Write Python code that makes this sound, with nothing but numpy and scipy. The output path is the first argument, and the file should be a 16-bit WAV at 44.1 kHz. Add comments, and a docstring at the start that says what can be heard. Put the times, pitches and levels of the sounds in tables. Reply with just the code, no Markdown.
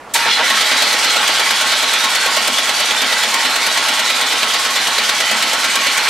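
"""A clack, then a grinding, ringing rattle: a starter motor cranks a four-cylinder car engine that never fires.
The solenoid throws the pinion in; gear teeth grind, made of tiny impacts that ring the block and its covers.
About nine times a second a piston passes compression: the gears clash, the engine thuds, and just after
that the hiss of the unloaded starter dips. Short squeals, a low throb and quiet room noise surround it."""
import sys
import numpy as np
from scipy import signal
from scipy.fft import rfft, irfft
from scipy.io import wavfile
from scipy.ndimage import uniform_filter1d

SR = 44100
rng = np.random.default_rng(int(sys.argv[2]) if len(sys.argv) > 2 else 0)


def bounce(signal):
    """Save signal as a 16-bit WAV file at the path given by the first command-line argument."""
    frames = np.transpose(np.atleast_2d(signal))
    limited = np.clip(frames, -1, 1)
    pcm = np.round(limited * 32767).astype(np.int16)
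    wavfile.write(sys.argv[1], SR, pcm)


N = 268569
TIME = np.arange(N) / SR  # seconds
FREQ = np.maximum(np.arange(8193) * SR / 16384, 1)  # Hz, kept above zero for the logarithm
START_S = 0.136  # the crank begins to turn

# How one compression stroke, from clash to clash, shades the layers.
# Each row: share of the stroke [0-1], then offsets of gears, hiss and drone [dB each].
CYCLE = [(0, -2, 0, 6.5), (.15, 0.55, 1.5, 8.5), (.28, -0.5, -2.5, 3.5), (.45, -0.7, -1.5, 5.5),
         (.55, -0.9, 3.5, 5.5), (.65, 0.2, 2.5, 0), (.75, -1, 2.7, 2), (1, 0.25, 1.5, 5)]


def undb(db):
    """Decibels to gain."""
    return 10 ** (np.asarray(db) / 20)


def curve(table, at=TIME):
    """The columns of a table after the first, joined by straight lines."""
    key, *columns = np.transpose(table)
    return [np.interp(at, key, column) for column in columns]


def spectrum(points):
    """Gain over frequency from (Hz, dB) points, straight in dB over log frequency."""
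    hz, db = np.transpose(points)
    return undb(np.interp(np.log(FREQ), np.log(hz), db))


def unit(response):
    """Scale an impulse response so that white noise keeps its level."""
    return response / np.sqrt(np.sum(response ** 2))


def causal(gain):
    """Minimum-phase impulse response of a gain curve, by folding its cepstrum."""
    cepstrum = irfft(np.log(gain + 1e-6))
    half = len(cepstrum) // 2
    folded = np.r_[cepstrum[0], 2 * cepstrum[1:half], np.zeros(half)]
    return irfft(np.exp(rfft(folded)))


def play(x, response):
    """Pass one or several sounds through the first quarter second of an impulse response."""
    return signal.oaconvolve(np.atleast_2d(x), response[None, :SR // 4], axes=1)[:, :N]


def block(force, lo_hz, hi_hz, order=10):
    """A force with its energy between two edges rings the modes of block, covers and bay."""
    # Each row: mode frequency in Hz, width in Hz, height in dB over the broad response.
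    block_modes = [(221, 8, 16), (259, 17, 16), (324, 44, 10), (445, 8, 8), (516, 8, 5), (618, 45, 3),
                   (846, 12, 10), (918, 39, 7), (1089, 12, 12), (1111, 20, 10), (1306, 37, 8),
                   (1408, 22, 7), (1508, 38, 1), (1572, 9, 5), (1845, 8, 4), (1902, 45, 3), (2004, 25, 5),
                   (2160, 14, 6), (2279, 16, 7), (2380, 45, 1), (2995, 41, 1), (3047, 8, 4), (3281, 8, 2),
                   (3360, 8, 1), (3821, 14, 3), (3995, 19, 2), (4160, 45, 2), (4598, 33, 2), (5752, 12, 6),
                   (6038, 12, 2)]
    # Broad response of the engine. Each row: frequency in Hz, level in dB.
    broad_response = [(150, -25), (300, -25.5), (500, -9.5), (750, -5), (1190, -8.5), (1600, -3.5),
                      (2700, -4), (3400, -1.5), (4400, -4.5), (5200, -9), (8800, -14), (10000, -19),
                      (11400, -18.5), (15500, -29.5)]
    modes = 1 + sum(undb(db) ** 2 / (1 + (2 * (FREQ - hz) / width) ** 2) for hz, width, db in block_modes)
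    band = 1 / ((1 + (lo_hz / FREQ) ** order) * (1 + (FREQ / hi_hz) ** order))
    gain = np.sqrt(modes * band) * spectrum(broad_response)
    return play(force, unit(causal(gain)))


def grit(rate, scatter_db, smooth, size=N):
    """Metal on metal: tiny uneven impacts (rate per second) over sliding noise; rows for middle and flanks."""
    slide = rng.standard_normal((2, size))
    struck = rng.random((2, size)) < rate / SR
    hits = np.zeros((2, size))
    # the time-reversed noise scatters the strength of the impacts
    hits[struck] = np.sign(slide[struck]) * undb(scatter_db * slide[:, ::-1][struck])
    force = hits / np.std(hits) + smooth * slide
    return force / np.std(force)


def wander(force, patchy_db, hold_s, spread_hz, size=512):
    """The contact point moves, so neighbouring modes are driven now harder, now softer."""
    _, _, cells = signal.stft(force, nperseg=size)
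    field = rng.standard_normal(cells.shape[1:])
    # blur the random field over frequency, then over time
    for axis, reach in enumerate((spread_hz * size / SR, hold_s * SR / (size / 2))):
        bell = np.expand_dims(signal.windows.gaussian(size // 8 + 1, reach / 2), 1 - axis)
        field = signal.fftconvolve(field, bell, mode="same")
    gain = undb(patchy_db * field / np.std(field))
    gain = gain / np.sqrt(np.mean(gain ** 2))
    return signal.istft(cells * gain, nperseg=size)[1][:, :N]


def bursts(times, levels_db, rise_s, hold_s, decay_s):
    """Envelope of blows that rise, chatter for a moment and die away."""
    envelope = np.zeros(N)
    for s, db in zip(times, levels_db):
        span = slice(int(s * SR), int(s * SR) + SR // 4)
        age = np.maximum(TIME[span] - s, 0)
        rise = 1 - np.exp(-age / rise_s)
        decay = np.exp(-np.maximum(age - hold_s, 0) / decay_s)
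        envelope[span] += undb(db) * rise * decay
    return envelope


def stroke_count():
    """Crank position, counted in compression strokes: the running sum of the cranking speed."""
    # Each row: start in seconds, compression strokes per second, held until the next row.
    cranking_speed = [(.14, 8.696), (.255, 7.47), (.389, 9.22), (.606, 9.415), (.925, 8.533),
                      (1.393, 9.275), (2.148, 9.25), (3.445, 9.174), (4.426, 9.055)]
    since, rate = np.transpose(cranking_speed)
    return np.cumsum(np.r_[0, rate][np.searchsorted(since, TIME)]) / SR


def runout(strokes, peak_turn):
    """Off-centre ring gear: a swing between -1 and 1, once per turn of the crank (two strokes)."""
    return np.cos(2 * np.pi * (strokes / 2 - peak_turn))


def ambient_noise():
    """Quiet steady background: white noise shaped by a smooth spectrum."""
    # Each row: frequency in Hz, relative density in dB per Hz.
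    ambient_tone = [(25, -15), (55, -8.5), (110, -7), (300, -1.5), (900, 1.5), (2000, -6), (4000, -18.5),
                    (10000, -26), (15000, -40)]
    return undb(-36.0) * play(rng.standard_normal((2, N)), unit(causal(spectrum(ambient_tone))))


def solenoid(size=SR):
    """The plunger slides, slams home, the pinion strikes the ring gear and jerks the crank round."""
    # The solenoid engages and the engine lurches into motion.
    # Each row: start in seconds, level in dB, decay in seconds, lower edge in Hz, upper edge in Hz.
    engage_blows = [(0.137, -16, 0.024, 7050, 16100), (0.139, -17.5, .015, 1400, 6460),
                    (.153, -13, 0.012, 695, 5000), (.25, -41, 0.038, 35, 151),
                    (0.256, -25, 0.017, 280, 530), (.415, -28, 0.011, 278, 483)]
    slide = block(grit(3300, 3, 1, size) * bursts([.086], [-44], 0.0083, .05, .01)[:size], 2500, 16000)
    pull = block(grit(1000, 3.4, 0.92, size) * bursts([.068], [-37], 0.0027, 0.04, 0.058)[:size], 250, 1250)
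    sound = slide + pull
    for s, db, decay_s, lo_hz, hi_hz in engage_blows:
        envelope = bursts([s], [db], 0.00077, 0.0094, decay_s)[:size]
        sound = sound + block(grit(2100, 1.7, 0.71, size) * envelope, lo_hz, hi_hz)
    return np.pad(sound, [(0, 0), (0, N - sound.shape[1])])


def starter(strokes, running):
    """The pinion grinds over the ring gear, a dense rattle that follows the load of each stroke and turn."""
    # Gear train, straining at first, then easing. Each row: time in seconds, grinding in dB,
    # ring of the flywheel plate and tooth scrape, both in dB relative to the grinding before swing and trim.
    gear_levels = [(.16, -21, -8, -2), (.19, -18.5, -15, -3), (.26, -16.5, -3, -5.5), (.31, -18.5, -10, 7),
                   (.34, -23.5, -9, 9.5), (.39, -17.5, -2, -2.5), (.45, -17, -12, -1.5),
                   (.54, -17, -9.5, -0.5), (.85, -18.5, -5.5, 1.5), (2.1, -19, -6.5, 0),
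                   (2.6, -20.5, -6, 1), (3.35, -19, -8, -0.5), (4.7, -20.5, -4.5, 1),
                   (5.55, -19.5, -7.5, -1), (6.09, -18.5, -7, -0.5)]
    # Friction hiss of the loaded starter. Each row: time in seconds, level in dB before the stroke offset.
    hiss_levels = [(.14, -14), (.2, -27.5), (.33, -27.5), (.41, -30.5), (.46, -24), (2, -25), (6.09, -25.5)]
    # Drone of the turning engine. Each row: time in seconds, level in dB before the stroke offset.
    drone_levels = [(.14, -30.5), (.26, -41), (.35, -38), (.43, -30.5), (.5, -36), (1.1, -33),
                    (1.22, -32.5), (1.5, -36), (3, -35.5), (6.09, -36.5)]
    grind_db, plate_db, scrape_db = curve(gear_levels)
    # the mesh changes over a turn: swing in dB, with the peak at a share of the turn
    plate_db = plate_db + 1.5 * runout(strokes, peak_turn=0.69)
    scrape_db = scrape_db + 1.0 * runout(strokes, peak_turn=.17)
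    load_db, hiss_load_db, drone_load_db = curve(CYCLE, strokes % 1)
    drive = running * undb(grind_db + load_db)

    grind = wander(grit(1500, 1.5, 1.0), 2.16, 0.046, 71) * drive
    plate = wander(grit(900, 3.8, 0.88), 2.0, 0.086, 100) * drive * undb(plate_db - 1.0)
    scrape = wander(grit(2000, 2.7, 1.0), 3.16, 0.069, 75) * drive * undb(scrape_db - 0.3)
    gears = block(grind, 1160, 2760) + block(plate, 860, 1144) + block(scrape, 2630, 5550)

    hiss = wander(grit(3000, 2.2, 1.0), 2.4, 0.031, 100) * running * undb(curve(hiss_levels)[0] + hiss_load_db)
    drone = grit(600, 1, 0.8) * running * undb(curve(drone_levels)[0] + drone_load_db)
    return gears + block(hiss, 5040, 12900) + block(drone, 196, 829, order=18)


def pumping(strokes, running):
    """Pistons push air to and fro: a faint throb, and a low rumble that swells after each compression."""
    # Each row: multiple of the stroke rate, level in dB.
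    throb_partials = [(3, -62), (6, -68), (10, -65), (13, -67)]
    throb = 0
    for multiple, db in throb_partials:
        turns = round(multiple) * strokes + rng.random()
        throb = throb + undb(db) * np.sqrt(2) * np.sin(2 * np.pi * turns)
    swell_db = curve(CYCLE, strokes % 1)[2]
    rumble = block(rng.standard_normal((2, N)) * undb(swell_db - 55), 103, 290)
    return running * (throb + rumble)


def squeals(waver_hz=14):
    """The teeth chatter in step with one mode and it sings out: short swelling tones of unsteady pitch."""
    # Each row: time of the height in seconds, pitch in Hz, level at the height in dB, length in seconds.
    squeal_tones = [(0.159, 928, -16, 0.026), (0.209, 936, -22.5, 0.081), (0.244, 2540, -26, 0.07),
                    (0.283, 924, -21.5, 0.072), (0.334, 3400, -19.5, .08), (0.353, 4050, -21, 0.078),
                    (0.381, 900, -25, .035), (0.418, 926, -20.5, 0.058), (0.44, 2000, -17, 0.033),
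                    (0.53, 1092, -22, 0.076), (1.14, 2200, -24, 0.097), (1.638, 1090, -27, .07),
                    (2.076, 1087, -23, .08), (2.289, 1090, -26.5, .1), (2.586, 3500, -19, 0.042),
                    (3.235, 3400, -20, .04), (3.348, 1055, -22, .045), (3.374, 925, -25.5, 0.16),
                    (3.8, 1088, -30, .12), (4.77, 3500, -23, 0.034)]
    out = np.zeros(N)
    for s, hz, db, length in squeal_tones:
        waver = uniform_filter1d(rng.standard_normal(SR), SR // 100)
        near = np.flatnonzero(np.abs(TIME - s) < length / 2)
        turns = np.cumsum(hz + waver_hz * waver[:len(near)] / np.std(waver)) / SR
        swell = np.cos(np.pi * (TIME[near] - s) / length)
        out[near] += undb(db) * np.sqrt(2) * swell * np.sin(2 * np.pi * turns)
    return out


def compressions(strokes):
    """Past top dead centre the flywheel overtakes the pinion: backlash clashes and the engine rocks."""
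    # Weight of the thud at each compression. Each row: time in seconds, base level in dB.
    thud_weight = [(.25, -25.5), (1.2, -30.5), (1.5, -34), (1.85, -27), (3.1, -26), (3.6, -29), (4.5, -32),
                   (5.3, -27), (6, -25)]
    # Two compressions knock harder. Each row: time in seconds, extra thud in dB.
    hard_knocks = [(2.364, 1), (5.31, 6)]
    # The engine rocks after each stroke. Each row: delay in seconds, level in dB, upper edge in Hz.
    rocking_blows = [(0, -2.5, 330), (.003, 6, 720), (.015, -3.5, 340), (.043, -5.5, 330)]
    s = TIME[1:][np.diff(np.floor(strokes)) > 0]
    late, clash_luck, edge_luck, thud_luck = rng.standard_normal((len(s), 4)).T
    s = s + .001 * late  # timing jitter in seconds
    slow = s < .45  # until then the flywheel is too slow to clash hard
    clash_db = -14.5 - 4 * slow + 0.8 * clash_luck
    edge_db = -21 - 16 * slow + 2 * edge_luck  # bright edge of the clash
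    thud_db = curve(thud_weight, s)[0] + 0.7 * thud_luck
    for at, extra_db in hard_knocks:
        thud_db[np.argmin(np.abs(s - at))] += extra_db

    clash = block(grit(1800, 2.3, 1.0) * bursts(s, clash_db, 0.0021, 0.0089, 0.0076), 1140, 5440)
    edge = block(grit(2000, 2.3, 0.93) * bursts(s, edge_db, 0.0013, 0.0081, 0.0077), 5870, 20000)
    # each thud is one firm blow with a little rattle behind it
    blows = grit(1500, 2.4, 0.28) * bursts(s, thud_db - 4.5, 0.0012, 0.005, 0.0033)
    blows[:, (s * SR).astype(int).clip(0, N - 1)] += undb(thud_db + 16.5)
    thuds = 0
    for delay_s, db, hi_hz in rocking_blows:
        delayed = np.roll(blows, int(delay_s * SR), axis=1) * (TIME > START_S)
        thuds = thuds + undb(db) * block(delayed, 196, hi_hz, order=16)
    return clash + edge + thuds


def reflections(delay_s, t60_s):
    """Dense echoes that begin after a delay and fade by 60 dB in t60_s."""
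    age = TIME[:SR // 2] - delay_s
    fade = np.exp(-np.log(1000) * np.abs(age) / t60_s)
    return unit(rng.standard_normal(len(age)) * (age > 0) * fade)


def scene():
    """The engine under its raised bonnet, in a garage."""
    # Sound from the flanks of the bay, unlike left and right. Each row: frequency in Hz, side minus mid in dB.
    side_width = [(30, -8), (250, -20.5), (600, -16.5), (1200, -18), (2000, -14), (4000, -9.5), (8000, -5),
                  (15000, -4)]
    strokes = stroke_count()
    running = np.clip((TIME - START_S) / 0.029, 0, 1)  # fades in as the crank starts
    engine = ambient_noise() + solenoid() + starter(strokes, running)
    engine = engine + pumping(strokes, running) + squeals() + compressions(strokes)
    mid, flanks = engine + undb(-15.5) * play(engine, reflections(delay_s=0.003, t60_s=0.42))
    # the bass comes from the whole block, the treble from many places around the bay
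    side = play(flanks, causal(spectrum(side_width)))[0]
    balance_db = -1.3  # left relative to right
    left = (mid + side) * undb(balance_db / 2)
    right = (mid - side) * undb(-balance_db / 2)
    return np.array([left, right])


def record(dry):
    """Round the highest peaks softly and cut the treble steeply above 15750 Hz."""
    rounded = np.tanh(0.61 * dry) / 0.61
    return signal.sosfilt(signal.ellip(10, .2, 80, 15750, fs=SR, output="sos"), rounded)


dry = scene()
out = record(dry)
bounce(out)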